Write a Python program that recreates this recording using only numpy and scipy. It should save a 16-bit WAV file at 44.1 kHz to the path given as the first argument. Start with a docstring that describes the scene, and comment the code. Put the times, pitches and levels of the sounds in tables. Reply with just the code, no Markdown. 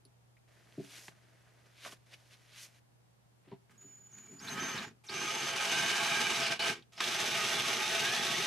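"""Hand tapping with a cordless drill

A stone rasps over a brass pad on a casting (filtered grain noise) with soft knocks (damped modes) and clicks.
Then a drill drives a tap in: its speed control whistles (wavering sines), gears churn in spurts and stop
(grains over housing modes, gear tones), and the tap is backed out with rising gear tones.
Behind it, a quiet workshop: hiss and a mains hum."""
import sys
import numpy as np
from scipy import signal
from scipy.fft import rfft, irfft
from scipy.io import wavfile
from scipy.ndimage import map_coordinates

SR = 44100
rng = np.random.default_rng(int(sys.argv[2]) if len(sys.argv) > 2 else 0)


def master_out(mix):
    """Clip the mix to full scale and print it as 16-bit PCM to the path in sys.argv[1]."""
    frames = np.transpose(np.atleast_2d(mix))
    ceiling = np.clip(frames, -1, 1)
    pcm = np.round(ceiling * 32767).astype(np.int16)
    wavfile.write(sys.argv[1], SR, pcm)


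N = 373086
T = np.arange(N) / SR
FREQ = np.maximum(np.fft.rfftfreq(N, 1 / SR), 1)

# Levels in the tables are relative: gains in the functions add to them.
# room noise spectrum: (frequency [Hz], level [dB])
AIR_SPECTRUM = [(25, -19), (60, 0.5), (95, 0), (160, 3), (260, -7), (800, -8.5), (1200, -13.5), (4000, -21),
                (10500, -24), (15000, -30)]
# mains hum lines: (frequency [Hz], rms level [dB])
HUM_LINES = [(119.8, -72)]
# wipes of the stone: (fastest moment [s], rise [s], fall [s], level [dB], treble change [dB],
# glove over stone [dB])
STROKES = [(.97, 0.11, 0.057, -55, 1, -17), (1.07, 0.059, 0.027, -70, 13.5, -19),
           (1.83, 0.061, 0.042, -57, -6, -28), (1.872, 0.026, 0.02, -51.5, 0.5, -5),
           (1.927, 0.032, 0.016, -60, 6, -5), (2.139, 0.019, 0.0099, -54.5, -7, -9),
           (2.335, 0.023, 0.015, -59, -6, -21), (2.565, 0.052, 0.045, -57.5, -11, -26),
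           (2.625, 0.044, 0.035, -57, 7.5, -34)]
# gloved hand sliding on the casting: (start [s], end [s], glove level [dB], grit level [dB])
SLIDES = [(0.486, 1.13, -70, -73.5), (1.151, 1.664, -71, -75), (1.667, 1.968, -74, -76),
          (1.97, 2.045, -84, -80), (2.066, 2.788, -74, -71)]
# grit spectrum: (frequency [Hz], level [dB])
STONE_SPECTRUM = [(470, -43), (800, -12), (1290, -6.5), (2270, 0.5), (3080, -0.5), (6360, -4), (7740, -9.5),
                  (11200, -9.5), (15000, -24)]
# glove spectrum: (frequency [Hz], level [dB])
GLOVE_SPECTRUM = [(170, -4), (380, -2.5), (470, -5.5), (620, 1), (850, -9), (1300, -7), (1750, -3),
                  (3000, -14)]
# stone chattering on the pad edge: (hardest moment [s], rise [s], fall [s], level [dB])
CHATTERS = [(1.866, 0.013, 0.015, -45.5), (1.925, .004, 0.011, -52.5)]
# modes of the brass pad: (frequency [Hz], level [dB])
PAD_MODES = [(641, -4), (1130, -1.5), (1440, -3), (2380, -10), (3380, -10)]
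# tap scuffing round the rim of the hole: (fastest moment [s], rise [s], fall [s], level [dB])
SCUFFS = [(3.485, 0.039, .025, -68.5), (3.52, 0.011, 0.033, -63)]
# scuff spectrum: (frequency [Hz], level [dB])
RIM_SPECTRUM = [(500, 6), (900, -1), (2000, 0), (3600, -4), (4600, -9)]
# dull bumps on the casting: (time [s], peak [dB], upper limit on mode t60 before a 0.98 factor [s])
BUMPS = [(0.051, -56, 0.14), (.777, -29, 0.15), (.787, -34, 0.12), (0.798, -33, 0.072), (0.839, -43, 0.25),
         (1.083, -43.5, 0.018), (1.926, -47, 0.046), (3.317, -66, 0.099), (3.471, -48.5, 0.17),
         (3.515, -40.5, 0.11), (3.526, -37, 0.081), (3.815, -56, 0.12), (3.843, -49.5, 0.33),
         (3.898, -55, 0.19), (4.325, -44, 0.31), (4.612, -32, 0.22)]
# low modes of the casting: (frequency [Hz], level [dB], longest t60 [s])
CASTING_MODES = [(136, 1, 0.15), (192, -1, 0.13), (278, 1, 0.3), (385, 3, 0.12), (570, -11, 0.04),
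                 (668, -12, 0.14)]
# sharp contacts of stone, tap and drive: (time [s], peak [dB], centre [Hz],
# breadth [share of centre], t60 of the ring [s])
CLICKS = [(.051, -50, 10300, .06, .05), (.052, -51, 4500, .12, 0.045), (.368, -57.5, 2200, .15, 0.044),
          (.7245, -44.5, 2600, 0.55, .012), (1.081, -32, 1270, 1.6, 0.04), (1.849, -36, 1430, .55, .06),
          (1.923, -36, 2900, 0.4, 0.05), (2.138, -41, 2880, .55, .05), (2.309, -50, 2300, .55, 0.076),
          (3.515, -48, 2600, 0.44, .03), (3.518, -45, 880, .15, .11), (3.696, -52, 1500, .55, .04),
          (4.186, -46, 2100, .55, .04), (6.595, -31, 4200, .8, .04), (6.679, -30, 1800, 0.67, .04),
          (6.824, -46, 3300, 0.18, 0.04), (6.934, -43, 3400, .55, .04), (7.0043, -18, 2180, 1.2, .04),
          (7.0058, -20, 3600, .6, .045), (7.0072, -22, 1300, .7, .07), (7.0412, -18, 3500, .35, .01),
          (7.0768, -22.5, 3380, .3, .016)]
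# speed control whistle, one row per catch: (start [s], end [s], pitch before sag and droop [Hz], level [dB])
WHISTLE = [(3.781, 4.118, 6900, -58.5), (4.134, 4.273, 6830, -55), (4.283, 4.405, 6950, -58),
           (4.414, 4.475, 6470, -53.5), (4.497, 4.545, 6330, -49.5), (4.603, 4.743, 6290, -46),
           (4.821, 4.892, 6900, -61), (5.139, 5.513, 6320, -46), (5.603, 5.665, 6330, -48),
           (5.69, 5.822, 6290, -45), (5.845, 5.915, 6300, -45), (5.95, 6.0, 6290, -46),
           (6.017, 6.355, 6290, -47), (7.09, 8.33, 6300, -48.5), (8.345, 8.44, 6300, -43.5)]
# load dragging the whistle down once the tap bites: (time [s], droop [Hz])
DROOP = [(4.95, 0), (5.14, 130), (5.37, 0), (5.51, 100), (5.6, 0), (7.08, 110), (7.37, 110), (7.53, 0),
         (7.88, 70), (8.06, 280), (8.16, 130)]
# whistle sliding near stall: (start [s], end [s], from [Hz], to [Hz], level [dB])
STALLS = [(4.123, 4.134, 6080, 6760, -57), (4.393, 4.415, 4700, 5830, -54.5),
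          (4.475, 4.496, 3750, 4230, -43.5), (4.747, 4.783, 6000, 4900, -52),
          (4.78, 4.795, 4000, 3860, -42), (5.065, 5.095, 6500, 4630, -55),
          (5.088, 5.106, 3860, 4800, -42.5), (6.367, 6.5, 6160, 4130, -43),
          (6.595, 6.624, 3920, 4850, -38.5), (6.967, 7.085, 5100, 6200, -54)]
# motor shaft, one list per run at speed: (time [s], mean rate before load [turns/s], gear tone level [dB])
SHAFT_RUNS = [
    [(4.52, 172, -56), (4.56, 183, -48), (4.67, 181, -49), (4.83, 174, -54)],
    [(5.15, 172, -54), (5.65, 183, -47), (5.69, 222, -46), (5.73, 221, -42), (6.03, 232, -42),
     (6.38, 227, -43), (6.47, 181, -48)],
    [(7.06, 190, -52), (7.35, 217, -45), (7.45, 203, -50), (7.84, 200, -51), (7.91, 216, -45),
     (7.98, 213, -45), (8.04, 225, -42), (8.16, 254, -41.5), (8.28, 268, -48), (8.46, 284, -43)],
]
# gear tones: (multiple of the shaft rate, level [dB])
MESH = [(3, -8.5), (7, -1), (10, -8), (11, -8.5), (13, -3), (16, -8), (17, -4.5)]
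# modes of drill housing and casting: (frequency [Hz], width [Hz], driving in [dB], backing out [dB])
HOUSING_MODES = [(671, 28, -20.5, -21.5), (845, 65, -16.5, -18.5), (1113, 40, -24.5, -25),
                 (1248, 65, -19, -19), (1575, 100, -16, -20), (1730, 45, -23, -24), (1900, 30, -27, -23.5),
                 (2165, 60, -20, -22), (2345, 105, -16.5, -19), (2500, 70, -20, -21), (2840, 40, -25, -21),
                 (2980, 170, -15.5, -21), (3400, 55, -23, -19.5), (3690, 130, -24, -19.5)]
# Stages of the drill's spurts, touching rows continuing one spurt; all three tables:
# (start [s], end [s], gear level [dB], shortfall at the start [dB], housing rumble over gears [dB],
# treble change [dB])
# the tap finds its way in: columns as above
CREEPS = [(3.70, 4.12, -73, -3, 1.5, 4.5), (4.128, 4.3, -65, 1.5, 1.5, 2), (4.3, 4.385, -67, -3, 5.5, 4),
          (4.4, 4.58, -43.5, 12.5, -2.5, -0.5), (4.575, 4.79, -41, -1, -5, -5.5),
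          (4.79, 4.835, -45.5, -2.5, -5, -6), (4.84, 4.885, -60, -6, 2.5, -7)]
# the tap cuts: columns as above
CUTS = [(5.04, 5.08, -56, 9.5, -12, 10), (5.093, 5.24, -37.5, 7, -8, 0), (5.24, 5.6, -36.5, 2, -13.5, 1.5),
        (5.6, 6.42, -32.5, 1.5, -13.5, 2), (6.42, 6.53, -34, -3, -14, -1), (6.595, 6.705, -30.5, 3, -12, 1)]
# the tap is backed out: columns as above
BACKS = [(6.924, 6.975, -54.5, 8.1, -14, 1), (6.979, 7.005, -43, 1.3, -16, -8),
         (7.005, 8.46, -34, 2.3, -12, -2)]
# gear noise, low speed: (frequency [Hz], level [dB])
SLOW_SPECTRUM = [(450, -12.5), (1000, -2), (1550, 2), (2400, -3), (3800, -8), (6500, -9), (9800, -16),
                 (15000, -22)]
# gear noise, cutting: (frequency [Hz], level [dB])
FORWARD_SPECTRUM = [(450, -13), (580, -10), (1020, -5.5), (1450, -3.5), (1900, -4.5), (2400, -0.5),
                    (3000, -3), (3800, -5.5), (6200, -8), (6700, -12), (9800, -18.5), (15000, -32.5)]
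# gear noise, backing out: (frequency [Hz], level [dB])
REVERSE_SPECTRUM = [(450, -17), (580, -9), (1080, -11.5), (1380, -7.5), (1950, -5), (2600, -3.5),
                    (3600, -4.5), (4600, -8.5), (6100, -7), (6700, -12), (10500, -17.5), (15000, -28)]
# rumble, low speed: (frequency [Hz], level [dB])
CREEP_RUMBLE = [(60, -19), (140, -2.5), (240, 0), (310, -12.5), (390, -3), (450, -8.5), (520, -21)]
# rumble, working speed: (frequency [Hz], level [dB])
WORK_RUMBLE = [(26, -49), (45, -21.5), (97, -14), (138, 1.5), (167, -5.5), (249, -1), (281, -11), (328, -4),
               (360, 2), (419, 2), (520, -11), (680, -64)]

AIR_DB = -73
HUM_DROP_S, HUM_EARLY_DB, HUM_LATE_DB = 2.8, 4, 1.5  # hum gain before and after the drop
STROKE_SHAPE = 1.52  # 1 = pointed swell, 2 = bell
SLIDE_FADE_S = 0.014
PAD_WIDTH_HZ = 210
DROOP_DB_PER_HZ = .015  # whistle weakens as it droops
SETTLE_S, FALL_DB_PER_S, ENGAGE_S = 0.07, 323, 0.0036  # level within a stage, after it, at its onset
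FALL_DULLING = 0.15  # dB of treble lost per dB of gear level fall
RUMBLE_FALL = .62  # rumble decay as a share of the gears' rate
THROB_HZ, THROB_PEAK_S = 10.3, 6.025  # cutting load swells as the flutes come round
THROB_RUMBLE_DB = 2.5
THROB_SLOWING = .015  # share of shaft speed lost at each swell of the load
PATCHY_DB, PATCHY_BELOW_DB = 2.2, -55  # the tap scrapes unevenly while the gears are this quiet
MODE_LIFT_DB = 4  # a gear tone swells as it crosses a housing mode
TOP_HZ = 15200


def undb(db):
    """Decibels to gain."""
    return np.exp(np.asarray(db) * (np.log(10) / 20))


def unit(x):
    """Scale to rms 1."""
    return x / np.sqrt(np.mean(x ** 2))


def shape(points):
    """Gain at every frequency from (Hz, dB) points, falling steeply beyond the ends."""
    hz, db = np.transpose(points)
    gain = undb(np.interp(np.log(FREQ), np.log(hz), db))
    return gain / np.sqrt((1 + (hz[0] / FREQ) ** 10) * (1 + (FREQ / hz[-1]) ** 10))


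def through(x, response):
    """Filter by a frequency response, to rms 1."""
    return unit(irfft(rfft(x) * response, N))


def walk(rate_hz):
    """Random wander through rate_hz new values a second, spread a little under 1."""
    steps = rng.standard_normal(N // 20)
    return np.interp(T * rate_hz, np.arange(len(steps)), steps)


def grains(rate_hz, scatter_db):
    """Tiny impacts of random sign and uneven size, rate_hz a second, to rms 1."""
    hit, out = rng.random(N) < rate_hz / SR, np.zeros(N)
    size, push = rng.standard_normal((N // 2, 2))[:hit.sum()].T
    out[hit] = np.sign(push) * undb(scatter_db * size)
    return unit(out)


def highs(x, split_hz):
    """The part above split_hz."""
    return irfft(rfft(x) / (1 + (split_hz / FREQ) ** 10), N)


def brighten(x, change_db, split_hz):
    """Raise or lower the part above split_hz."""
    return x + (undb(change_db) - 1) * highs(x, split_hz)


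def resonate(x, hz, width_hz):
    """One mode kept ringing by x, to rms 1."""
    mode = signal.tf2sos(*signal.iirpeak(hz, hz / width_hz, fs=SR))
    return unit(signal.sosfilt(np.vstack([mode, mode]), x))


def gate(start_s, end_s, edge_s=0.0037):
    """1 from start to end, with soft edges outside."""
    return np.clip(np.minimum(T - start_s, end_s - T) / edge_s + 1, 0, 1)


def swell(peak_s, rise_s, fall_s):
    """A rub gathers speed up to peak_s and slows again."""
    distance = np.abs((T - peak_s) / np.where(T < peak_s, rise_s, fall_s))
    return np.exp(-np.minimum(distance ** STROKE_SHAPE, 20))


def add(out, at_s, sound, peak_db):
    """Mix a sound in at at_s with the given peak level."""
    start = int(at_s * SR)
    out[start:start + len(sound)] += (undb(peak_db) * sound / np.abs(sound).max())[:N - start]


def place(x, pan_db, wet_db, t60_s):
    """Direct sound (positive pan = left) plus short reflections, mostly from the sides, treble-rich."""
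    t = T[:SR // 4]
    tails = rng.standard_normal((2, len(t))) * undb(-60 * t / t60_s) * (t > .002)
    front, side = tails / np.sqrt(2 * np.sum(tails ** 2, axis=1, keepdims=True))
    tails = .4 * front + side * np.array([[1], [-1]])
    for hz, lift in [(550, 0.6), (7500, 0.18)]:
        tails = tails + lift * signal.lfilter(*signal.butter(1, hz, "high", fs=SR), tails)
    direct = x * undb([[pan_db / 2], [-pan_db / 2]])
    return direct + undb(wet_db - 6.0) * signal.oaconvolve(x[None], tails, axes=1)[:, :N]


def workshop():
    """Faint hiss, its side part a little stronger than its middle, and a hum that drops at HUM_DROP_S."""
    mid, side = (through(rng.standard_normal(N), shape(AIR_SPECTRUM)) for _ in range(2))
    side = brighten(side * undb(1.5), 0.49, 320)
    hum = sum(np.sqrt(2) * undb(db) * np.sin(2 * np.pi * hz * T) for hz, db in HUM_LINES)
    hum_db = HUM_LATE_DB + (HUM_EARLY_DB - HUM_LATE_DB) * gate(0, HUM_DROP_S, .05)
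    return undb(AIR_DB) * (mid + side * np.array([[1], [-1]])) + hum * undb(hum_db)


def bumps(gain_db=-2.5, push_s=0.0021):
    """Soft blows ring the low modes of the casting on its bench, which radiates no deep bass."""
    out, t = np.zeros(N), T[:SR // 3]
    for s, peak_db, ring_s in BUMPS:
        ringing = 0
        for hz, db, t60_s in CASTING_MODES:
            decay = undb(db - 60 * t / min(t60_s, 0.98 * ring_s))
            cycles = hz * t * (1 + 0.022 * rng.standard_normal()) + rng.random()
            ringing = ringing + decay * np.sin(2 * np.pi * cycles)
        add(out, s, ringing * (1 - np.exp(-t / push_s)), peak_db + gain_db)
    return signal.sosfilt(signal.butter(3, 110, "high", fs=SR, output="sos"), out)


def clicks(gain_db=-3.5, crack_s=0.00015, tail=0.5, skirt=0.067):
    """A hard crack and a short dense ring for each contact: decaying noise through a band."""
    out, t = np.zeros(N), T[:SR // 5]
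    for s, peak_db, hz, breadth, ring_s in CLICKS:
        decay = np.exp(-t / crack_s) + tail * np.exp(-np.log(1000) * t / ring_s)
        burst = rng.standard_normal(len(t)) * decay
        edges_hz = [hz / (1 + breadth), min(hz * (1 + breadth), SR / 3)]
        band = signal.butter(1, edges_hz, "band", fs=SR, output="sos")
        once = signal.sosfilt(band, burst)
        add(out, s, signal.sosfilt(band, once) + skirt * once, peak_db + gain_db)
    return out


def scuff():
    """The tip of the tap drags over the painted rim: filtered grains."""
    rub = sum(undb(db) * swell(s, rise_s, fall_s) for s, rise_s, fall_s, db in SCUFFS)
    return rub * through(grains(1200, 2.0), shape(RIM_SPECTRUM))


def chatter():
    """The stone catches and skips, ringing the brass pad."""
    catches = grains(1200, 2.5)
    ringing = unit(sum(undb(db) * resonate(catches, hz, PAD_WIDTH_HZ) for hz, db in PAD_MODES))
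    return sum(undb(db) * swell(s, rise_s, fall_s) for s, rise_s, fall_s, db in CHATTERS) * ringing


def stone(split_hz=4700):
    """Grit rasps unevenly over brass, brighter on some strokes; the glove rustles below."""
    rasp = through(grains(6000, 2.8), shape(STONE_SPECTRUM))
    glove = through(grains(1500, 3.2), shape(GLOVE_SPECTRUM))
    treble, out = highs(rasp, split_hz), 0
    for s, rise_s, fall_s, db, treble_db, glove_db in STROKES:
        rub = rasp + (undb(treble_db) - 1) * treble + undb(glove_db) * glove
        out = out + undb(db) * swell(s, rise_s, fall_s) * rub
    for start, end, glove_db, grit_db in SLIDES:
        out = out + gate(start, end, SLIDE_FADE_S) * (undb(glove_db) * glove + undb(grit_db) * rasp)
    return out * undb(1.0 * walk(41.7))


def whistle(sag_hz=200, settle_s=0.011, jitter_hz=28, octave_db=-25, gain_db=2.5, flutter=0.39):
    """Switched current sings in the windings and flutters with the commutator; inrush drags the pitch down."""
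    hz, size = np.zeros(N), np.zeros(N)
    for start, end, pitch_hz, db in WHISTLE:
        on = gate(start, end)
        sag = sag_hz * np.exp(-np.maximum(T - start, 0) / settle_s)
        hz = np.where(on > 0, pitch_hz - sag, hz)
        size = np.maximum(size, on * undb(db + gain_db))
    droop_hz = np.interp(T, *np.transpose(DROOP)) + 25 * walk(25) * (T > 4.5)
    phase = 2 * np.pi * np.cumsum(hz - droop_hz + jitter_hz * walk(300)) / SR
    tone = np.sin(phase) + undb(octave_db) * np.sin(2 * phase)
    return size * undb(-DROOP_DB_PER_HZ * droop_hz) * (1 + flutter * walk(140)) * tone


def stalls(hoarse_hz=900):
    """The whistle breaks into a narrow rasp and slides in pitch when the motor starts, stops or labours."""
    rasp, out = walk(hoarse_hz) + 1j * walk(hoarse_hz), np.zeros(N)
    for start, end, from_hz, to_hz, db in STALLS:
        size = gate(start, end)
        on = size > 0
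        phase = 2 * np.pi * np.cumsum(np.interp(T[on], [start, end], [from_hz, to_hz])) / SR
        out[on] += undb(db) * size[on] * np.real(rasp[on] * np.exp(1j * phase))
    return out


def throb():
    """The cutting load, swinging between -1 and 1."""
    return np.cos(2 * np.pi * THROB_HZ * (T - THROB_PEAK_S))


def gear_tones(fade_s=.03, rough=.009, wander=.003, flicker_db=3.8, gain_db=-3):
    """Meshing teeth sing at multiples of the shaft rate, which dips with the load; each tone wavers."""
    slowing, out = THROB_SLOWING * throb() * (T < BACKS[0][0]), np.zeros(N)
    near_mode = sum(1 / (1 + ((FREQ - hz) / width_hz) ** 2) for hz, width_hz, _, _ in HOUSING_MODES)
    near_mode = np.minimum(near_mode, 1)
    for run in SHAFT_RUNS:
        s, hz, db = np.transpose(run)
        size = gate(s[0], s[-1], fade_s) * undb(np.interp(T, s, db) + gain_db)
        on = size > 0
        shaft_hz = (np.interp(T, s, hz) * (1 - slowing + rough * walk(300)))[on]
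        for multiple, tone_db in MESH:
            tone_hz = multiple * shaft_hz * (1 + wander * walk(60)[on])
            lift_db = MODE_LIFT_DB * np.interp(tone_hz, FREQ, near_mode)
            level_db = tone_db + lift_db + flicker_db * walk(45)[on]
            out[on] += size[on] * undb(level_db) * np.sin(2 * np.pi * np.cumsum(tone_hz) / SR)
    return out


def housing(drift=.005):
    """Gear teeth keep each mode ringing; it swells, fades and drifts in pitch as the load shifts."""
    teeth, out = grains(5000, 4.0), 0
    for hz, width_hz, in_db, out_db in HOUSING_MODES:
        read_at = np.cumsum(1 + drift * walk(14))  # uneven reading bends the pitch
        drifting = map_coordinates(resonate(teeth, hz, width_hz), [read_at], order=1, mode="mirror")
        out = out + undb([[in_db], [out_db]]) * undb(2.6 * walk(14)) * drifting
    return out


def effort(stages):
    """Each stage settles to its level, then falls and dulls after its end: gear gain, rumble gain, treble dB."""
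    gear, rumble, treble = np.zeros((3, N))
    for start, end, db, short_db, rumble_db, treble_db in stages:
        shortfall_db = short_db * np.exp(-np.maximum(T - start, 0) / SETTLE_S)
        fall_db = FALL_DB_PER_S * np.maximum(T - end, 0)
        size = gate(start, T[-1], ENGAGE_S) * undb(db - shortfall_db - fall_db)
        treble = np.where(size > gear, treble_db - FALL_DULLING * fall_db, treble)
        gear = np.maximum(gear, size)  # the louder stage wins
        rumble = np.maximum(rumble, size * undb(rumble_db + (1 - RUMBLE_FALL) * fall_db))
    return gear, rumble, treble


def gears(stages, colour, body, ringing, gain_db, load=0):
    """Gear teeth clatter over the ringing housing; the drill body rumbles in lumps underneath."""
    gear, shake, treble_db = effort(stages)
    teeth = grains(7000, 2.75) * undb(1.6 * walk(60) + 1.2 * walk(400))
    clatter = brighten(through(teeth, shape(colour)), treble_db, 6800)
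    rumble = through(grains(900, 3.3), shape(body)) * undb(1.3 * walk(25))
    patches = undb(PATCHY_DB * walk(70) * (gear < undb(PATCHY_BELOW_DB)))
    noise = undb(-1.3) * clatter + undb(4.0) * ringing
    return gear * patches * undb(gain_db) * noise + shake * undb(THROB_RUMBLE_DB * load - 1.2) * rumble


def drill():
    """The tap creeps in, cuts with a throbbing rumble and runs out; the housing rings differently each way."""
    ring_in, ring_out = housing()
    creeping = gears(CREEPS, SLOW_SPECTRUM, CREEP_RUMBLE, undb(-2) * ring_in, -0.3)
    cutting = gears(CUTS, FORWARD_SPECTRUM, WORK_RUMBLE, ring_in, -1.7, throb())
    backing = gears(BACKS, REVERSE_SPECTRUM, WORK_RUMBLE, ring_out, -0.1)
    return creeping + cutting + backing


def scene():
    """Bench work, then the drill: its rumble slightly to the left, its gears to the right."""
    tones, machine = whistle() + stalls() + gear_tones(), drill()
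    clatter = highs(machine, 560)
    rubs = place(stone() + chatter() + scuff(), -.3, -4.5, 0.038)
    knocks = place(bumps(), 0.65, -6.0, 0.34) + place(clicks(), -0.54, -9.0, 0.11)
    rumbling = place(machine - clatter, 0.91, -6.0, 0.11)
    churning = place(clatter, -1.2, -3.5, 0.066)
    singing = place(tones, -1.1, -7.5, 0.25)
    return workshop() + rubs + knocks + rumbling + churning + singing


def record(dry):
    """The recorder cuts the top, steeply above TOP_HZ."""
    return signal.sosfilt(signal.ellip(10, .2, 70, TOP_HZ, fs=SR, output="sos"), dry)


dry = scene()
out = record(dry)
master_out(out)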